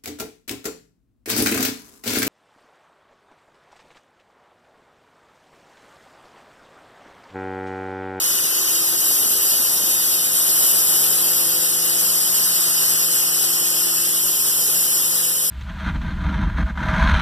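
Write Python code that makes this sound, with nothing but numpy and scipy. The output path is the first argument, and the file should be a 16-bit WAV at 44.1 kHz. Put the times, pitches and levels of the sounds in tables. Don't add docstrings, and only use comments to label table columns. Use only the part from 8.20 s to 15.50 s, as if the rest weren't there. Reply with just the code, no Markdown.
import sys
import numpy as np
from scipy import signal
from scipy.io import wavfile
from scipy.ndimage import uniform_filter1d

SR = 44100
rng = np.random.default_rng(int(sys.argv[2]) if len(sys.argv) > 2 else 0)


def put_to_file(sound):
    columns = np.atleast_2d(sound).T
    safe = np.clip(columns, -1, 1)
    whole_steps = np.round(safe * 32767)
    wavfile.write(sys.argv[1], SR, whole_steps.astype(np.int16))


N = 321930
HOP = 256
PORT_LAG_S = 0.0004496


def gain_of(db):
    return 10 ** (np.asarray(db) / 20)


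def evened(x):
    return x / np.sqrt(np.mean(abs(x) ** 2) + 1e-20)


def read(points, hz):
    f, value = np.transpose(points)
    return np.interp(np.log(hz + 1), np.log(f + 1), value)


def bump(x, centre, width, height):
    return height * np.exp(-.5 * ((x - centre) / (width / 2)) ** 2)


def wander(t, slow_hz, fast_hz):
    rates_hz = np.geomspace(slow_hz, fast_hz, num=30)
    return evened(sum(np.sin(2 * np.pi * (f * t + rng.random())) / np.sqrt(f) for f in rates_hz))


def smooth_noise(bins, frames, over_bins, over_frames):
    field = rng.standard_normal((frames, bins)).T
    field = uniform_filter1d(field, size=over_bins, axis=0)
    return evened(uniform_filter1d(field, size=over_frames, axis=1))


def hum(base_hz=84.6):
    # multiple, left_db, right_db, left_lead_rad, waver_db
    partials = [(1, -66, -68, 3., 3), (2, -45, -49, 1.1, 1), (3, -58, -63, -.5, 3),
                (4, -43.5, -60, -1.5, .9), (5, -58, -55, -2.5, 3), (6, -47.5, -55, .2, 1),
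                (8, -61, -65, .6, 1), (9, -61, -66, -.4, 1.5), (12, -59, -59, .2, 3)]
    # multiple, middle_s, length_s, level_db
    swells = [("2", 0.36, 1.5, -10), ("2", 1.28, 0.42, -20), ("4", 0.66, 0.64, 6), ("4", 3.32, 0.96, 6.1),
              ("4", 5.55, 0.99, 4.9), ("6", 3.3, 1.5, 5.3), ("6", 7.47, 0.64, 5.1), ("8", 2.24, 0.49, 14.3),
              ("8", 3.75, 0.56, 9.9), ("8", 4.53, 0.83, 9.9), ("9", 2.7, 1.3, 11), ("9", 5.26, 0.31, 14),
              ("6", .3, .8, 0.86), ("6", 0.98, 0.44, -5.5), ("6", 4.32, 0.39, -13), ("6", 6.2, 0.46, -2.5)]
    # centre_hz, width_hz, level_db
    fans = [(119.3, 4.4, -57.5), (390.3, 1.7, -51.5), (1330, 9.4, -77)]
    t = np.arange(N) / SR
    coarse_s = t[::512]
    out = np.zeros((2, N))
    for k, left_db, right_db, lead_rad, waver_db in partials:
        drift_db = waver_db * wander(coarse_s, 0.267, 3.4)
        drift_db = drift_db + sum(bump(coarse_s, *swell) for which, *swell in swells if int(which) == k)
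        phase = 2 * np.pi * (k * base_hz * t + rng.random())
        left = gain_of(left_db) * np.sin(phase)
        right = gain_of(right_db) * np.sin(phase - lead_rad)
        out += np.sqrt(2) * gain_of(np.interp(t, coarse_s, drift_db)) * np.array([left, right])
    for hz, width_hz, db in fans:
        pole = np.exp(-np.pi * width_hz / SR)
        noise = rng.standard_normal((2, N)) + 1j * rng.standard_normal((2, N))
        slow = signal.lfilter([1], [1, -pole], noise)
        out += gain_of(db) * evened((slow * np.exp(2j * np.pi * hz * t)).real)
    return out


def pops(rise_s=0.001, right_db=-0.5, faint_count=9, faint_t60_s=0.043):
    # start_s, level_db, pitch_hz, t60_s
    loud = [(1.058, -17, 80, 0.023), (1.103, -21, 220, .03), (1.123, -26.5, 300, 0.043),
            (1.217, -25, 130, 0.034), (1.398, -20, 230, 0.035), (1.638, -20, 200, 0.028),
            (1.677, -25, 323, 0.035), (6.427, -23, 180, .03), (6.484, -21, 417, .03)]
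    out, t = np.zeros(N), np.arange(SR // 8) / SR
    # -51 to -47 dB, 250 to 378 Hz
    faint = [(a * N / SR, -49 + 4 * (b - .5), 250 + 128 * c, faint_t60_s)
             for a, b, c in rng.random((faint_count, 3))]
    for start_s, db, hz, t60_s in loud + faint:
        part = out[round(start_s * SR):][:len(t)]
        envelope = gain_of(db - 60 * t / t60_s) * (1 - np.exp(-t / rise_s))
        part += (envelope * np.cos(2 * np.pi * hz * t))[:len(part)]
    lag = round(PORT_LAG_S * SR)
    return np.array([out, -gain_of(right_db) * np.roll(out, lag)])


def ports(field_db, hz, plateau=0.25, between=0.005, sway=0.0083, ragged=0.091):
    # freq_hz, firmness (0-1)
    locking = [(350, 0), (900, .45), (1080, 1), (1200, 1), (1500, .75), (1900, 1), (5850, 1), (6100, .25),
               (15000, .25)]
    # centre_hz, width_hz, share_of_time (0-1)
    fitful = [(10, 150, .5), (6550, 500, .5), (13500, 600, .22)]
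    # centre_hz, width_hz, middle_s, length_s, amount (times 0.4 is share of a band)
    widens = [(4900, 440, 0.74, 0.15, 0.2), (4620, 1000, 1.35, 0.21, 0.61), (4560, 980, 1.1, 0.049, -0.37),
              (4440, 1050, 2.24, 0.41, 0.27), (4400, 1200, 6.06, 0.29, -0.45), (2660, 180, 6.72, 0.3, 0.24),
              (3300, 2300, 0.24, 0.64, -0.052), (4360, 2100, 3.8, 3.3, -0.019), (5500, 900, 2, 0.091, -.35)]
    # freq_hz, share_alike (0-1)
    direct = [(30, .97), (80, .86), (150, .6), (400, .5), (900, .8), (5000, .8), (7000, .62), (10000, .55),
              (12500, .72), (15000, .65)]
    # freq_hz, lean_db
    lean = [(60, 0), (300, 2), (900, 0), (7000, 0), (7600, -2.5), (8000, -.5), (8650, 2.5), (9200, .5),
            (10000, 2), (10700, 1), (11300, 3), (12700, 2.8), (13200, .5), (15000, .5)]
    jumps_per_s, jump_share = 30, .011
    frames = field_db.shape[1]
    a, b, c, d = rng.standard_normal((frames, len(hz), 4)).T
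    t = np.arange(frames) * HOP / SR

    lag_s = PORT_LAG_S * (1 + sway * wander(t, 4, 25))
    jumped = rng.random(frames) < jumps_per_s * HOP / SR
    held = np.maximum.accumulate(np.arange(frames) * jumped)
    locked = read(locking, hz)[:, None]
    reach = jump_share * locked * np.minimum(hz[:, None] / 4500, 1)
    jump = 1 + reach * rng.standard_normal(frames)[held]
    half_turns = 1 - 2 * hz[:, None] * lag_s * jump

    for centre_hz, width_hz, share in fitful:
        chance = wander(t, 2.5, 25)
        now = np.clip(3 * (chance - np.quantile(chance, 1 - share)), 0, 1)
        band = np.clip(bump(hz, centre_hz, width_hz, 1.6), 0, 1)[:, None]
        locked = locked + (1 - locked) * band * now

    off = half_turns - np.round(half_turns)
    plateau = plateau + sum(bump(hz, f, width_hz, 0.4)[:, None] * bump(t, *spell)
                            for f, width_hz, *spell in widens)
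    edges = smooth_noise(len(hz), frames, 14, 1)[:, held]
    plateau = np.clip(plateau + ragged * (hz[:, None] / 3500) ** 3.44 * edges, -.15, .49)
    banded = 1 - (1 - between) * np.clip((abs(off) - plateau) / (.5 - plateau), 0, 1)
    alike = np.clip(locked * banded + (1 - locked) * read(direct, hz)[:, None], 0, 1)

    turn = np.exp(1j * np.pi * (half_turns - locked * off))
    left = a + 1j * b
    reverberation = c + 1j * d
    right = alike * turn * left + np.sqrt(1 - alike ** 2) * reverberation
    lean_db = read(lean, hz)[:, None] + (.2 - .05 * t) * (1 - locked)
    z = np.array([left * gain_of(lean_db / 2), right * gain_of(-lean_db / 2)]) * gain_of(field_db)
    return signal.istft(z, nperseg=1024, noverlap=768)[1][:, :N]


def hiss_level(hz, t, jet_db, tilt_db, patchy_db=0.87, streaky_db=0.2, flicker_db=0.22):
    # freq_hz, level_db
    free_jet = [(300, -30), (1100, -16), (1800, -14.6), (3500, -11.3), (5500, -6.7), (8000, -6.6),
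                (10000, -2.2), (12200, 0), (13500, -3.2), (14500, -8)]
    # centre_hz, width_hz, level_db
    plate = [(1370, 200, 1.5), (1950, 250, 4.3), (2250, 150, -3.4), (2550, 300, 4.2), (3000, 350, 4.7),
             (3400, 300, -2), (4380, 250, 2.9), (4600, 150, -1.5), (4850, 300, 3.6), (5400, 250, 2.4),
             (5850, 120, -2), (6050, 350, 2.7), (7000, 500, 2.5), (7650, 350, 3.2), (9250, 250, -1.2),
             (10900, 600, 1), (12200, 500, 1.3), (13100, 250, 1), (14200, 300, 1.8)]
    # centre_hz, width_hz, level_db (part of the sum scaled below)
    whistle = (8720, 480, 3.3)
    # middle_s, length_s, level_db (times 0.58 below)
    whistle_dips = [(0.4, 0.71, -11), (1.5, 0.7, -11), (3.1, 1.6, -9), (6.5, 0.74, -14)]
    # centre_hz, width_hz, middle_s, length_s, level_db
    shifts = [(3210, 270, 6.42, 1.4, 2.2), (3690, 290, 1.82, 0.61, 3.7), (3830, 280, 5.6, 1.24, -3.1),
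              (4230, 400, 2.75, 0.52, -3.0), (4660, 590, 4.04, 1.19, 1.6), (4670, 360, 6.76, 1.25, -3.6),
              (4710, 250, 1.15, 1.45, 2.2), (5400, 540, 5.74, 2.51, 2.6), (5840, 260, 1.54, 1.19, 3.2),
              (6080, 300, 7.4, 1.06, -3.4), (6150, 380, 0.02, 0.86, 4.6), (6400, 820, 2.98, 0.68, -2.4),
              (6930, 390, 0.14, 0.67, 2.2), (7640, 400, 0.0, 0.5, -2.2), (7740, 280, 5.15, 0.84, 2.7),
              (8040, 1400, 1.26, 2.56, -1.0), (8140, 250, 7.01, 1.13, 2.4), (8550, 450, 5.48, 1.04, -2.7),
              (8690, 320, 7.18, 0.5, -3.0), (9570, 350, 2.35, 0.7, 3.0), (9870, 660, 7.21, 1.11, 2.6),
              (10720, 310, 2.88, 0.89, 2.2), (11160, 360, 1.59, 0.93, -2.2),
              (11500, 1120, 6.92, 1.61, -1.9), (11840, 330, 4.72, 0.5, 3.4), (11920, 340, 2.84, 0.74, 3.2),
              (13120, 660, 5.29, 0.8, -2.7), (13220, 1790, 1.18, 1.26, 1.8), (13590, 790, 3.37, 1.68, -1.6)]
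    # centre_hz, width_hz, spread_db (rms)
    strand_band = (2950, 2340, 1.33)
    bins, frames = len(hz), len(t)
    colour_db = read(free_jet, hz) + sum(bump(hz, *mode) for mode in plate)
    colour_db = colour_db - 10 * np.log10(np.mean(gain_of(colour_db) ** 2))
    treble = np.clip(np.log2((hz + 1) / 3000) / 2, 0, 1)[:, None]
    hiss_db = colour_db[:, None] + jet_db + tilt_db * (treble - .8)

    whistle_db = whistle[2] + 14 + sum(bump(t, *dip) for dip in whistle_dips)
    hiss_db = hiss_db + bump(hz, *whistle[:2], 0.58)[:, None] * whistle_db
    hiss_db = hiss_db + sum(bump(hz, f, width_hz, 1)[:, None] * bump(t, *swell)
                            for f, width_hz, *swell in shifts)

    patches = smooth_noise(bins, frames, 14, 5)
    streaks = smooth_noise(bins, frames, 5, 150)
    hiss_db = hiss_db + streaky_db * streaks + patchy_db * patches
    hiss_db = hiss_db + flicker_db * wander(t, 6.1, 76) * (0.16 + treble)
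    strands = smooth_noise(bins, frames, 2, 7)
    return hiss_db + bump(hz, *strand_band)[:, None] * (strands - .3)


def roar_level(hz, t, roar_db, lumpy_db=1.56):
    # freq_hz, level_db
    roar = [(15, -21), (45, -13), (120, 1.5), (250, -2), (400, 2.5), (700, -4), (1100, -12.5),
            (1800, -26.5)]
    colour_db = read(roar, hz)
    colour_db = colour_db - 10 * np.log10(np.mean(gain_of(colour_db) ** 2))
    return colour_db[:, None] + roar_db + lumpy_db * wander(t, 6, 40)


def torch(surge_db=0.35):
    # start_s, jet_db, tilt_db (toward the treble), roar_db
    course = [(0, -18.5, -4, -39.5), (.5, -18, -3, -39.5), (1, -16.5, 0.5, -37.5), (1.4, -16.5, 0, -38),
              (1.6, -17, -0.5, -38), (2.15, -17, -0.5, -40.5), (2.45, -14.5, 1, -37),
              (2.85, -15.5, -0.5, -37), (3.5, -17.5, -1, -39.5), (3.9, -16.5, 0, -39),
              (4.5, -16.5, -2, -38.5), (5, -17.5, -2, -40.5), (5.8, -17.5, -1, -40.5),
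              (6.25, -17, 1.5, -40.5), (6.5, -16, 2, -38.5), (6.9, -17, 0.5, -41), (7.3, -18.5, 1.5, -44)]
    hz = np.fft.rfftfreq(1024, 1 / SR)
    t = np.arange(N // HOP + 5) * HOP / SR
    start_s, *columns = np.transpose(course)
    jet_db, tilt_db, roar_db = (np.interp(t, start_s, column) for column in columns)
    jet_db = jet_db + surge_db * wander(t, 2, 10)
    hiss_db = hiss_level(hz, t, jet_db, tilt_db)
    flame_db = roar_level(hz, t, roar_db)
    unit = np.std(ports(np.zeros((len(hz), 200)), hz))
    return ports(10 * np.log10(gain_of(hiss_db) ** 2 + gain_of(flame_db) ** 2), hz) / unit


def thin_to_strands(x, depth_db=-30, makeup_db=1.65):
    # freq_hz, threshold_db (relative to local level)
    thresholds = [(1500, -30), (2000, -5), (2700, -2.5), (4200, -2), (5000, -4), (6800, -4), (8500, -8),
                  (14500, -9)]
    pair = np.array([[1, 0.99], [1, -1]]) / np.sqrt(2)
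    hz, _, z = signal.stft(pair @ x, SR, window="cosine", nperseg=2048, noverlap=1536)
    power = abs(z) ** 2
    local = uniform_filter1d(uniform_filter1d(power.sum(0), size=25, axis=0), size=9, axis=1)
    under = gain_of(read(thresholds, hz))[:, None] ** 2
    z = z * np.where(power < under * local, gain_of(depth_db), gain_of(makeup_db * under))
    return pair @ signal.istft(z, SR, window="cosine", nperseg=2048, noverlap=1536)[1][:, :N]


def scene():
    return torch() + pops() + hum()


def record(dry, bass_hz=40., edge_hz=14270):
    rolled_off = signal.sosfilt(signal.butter(1, bass_hz, "high", fs=SR, output="sos"), dry)
    band_limit = signal.firwin(2047, edge_hz, window=("kaiser", 9), fs=SR)
    return signal.oaconvolve(thin_to_strands(rolled_off), band_limit[None], "same")


dry = scene()
out = record(dry)
put_to_file(out)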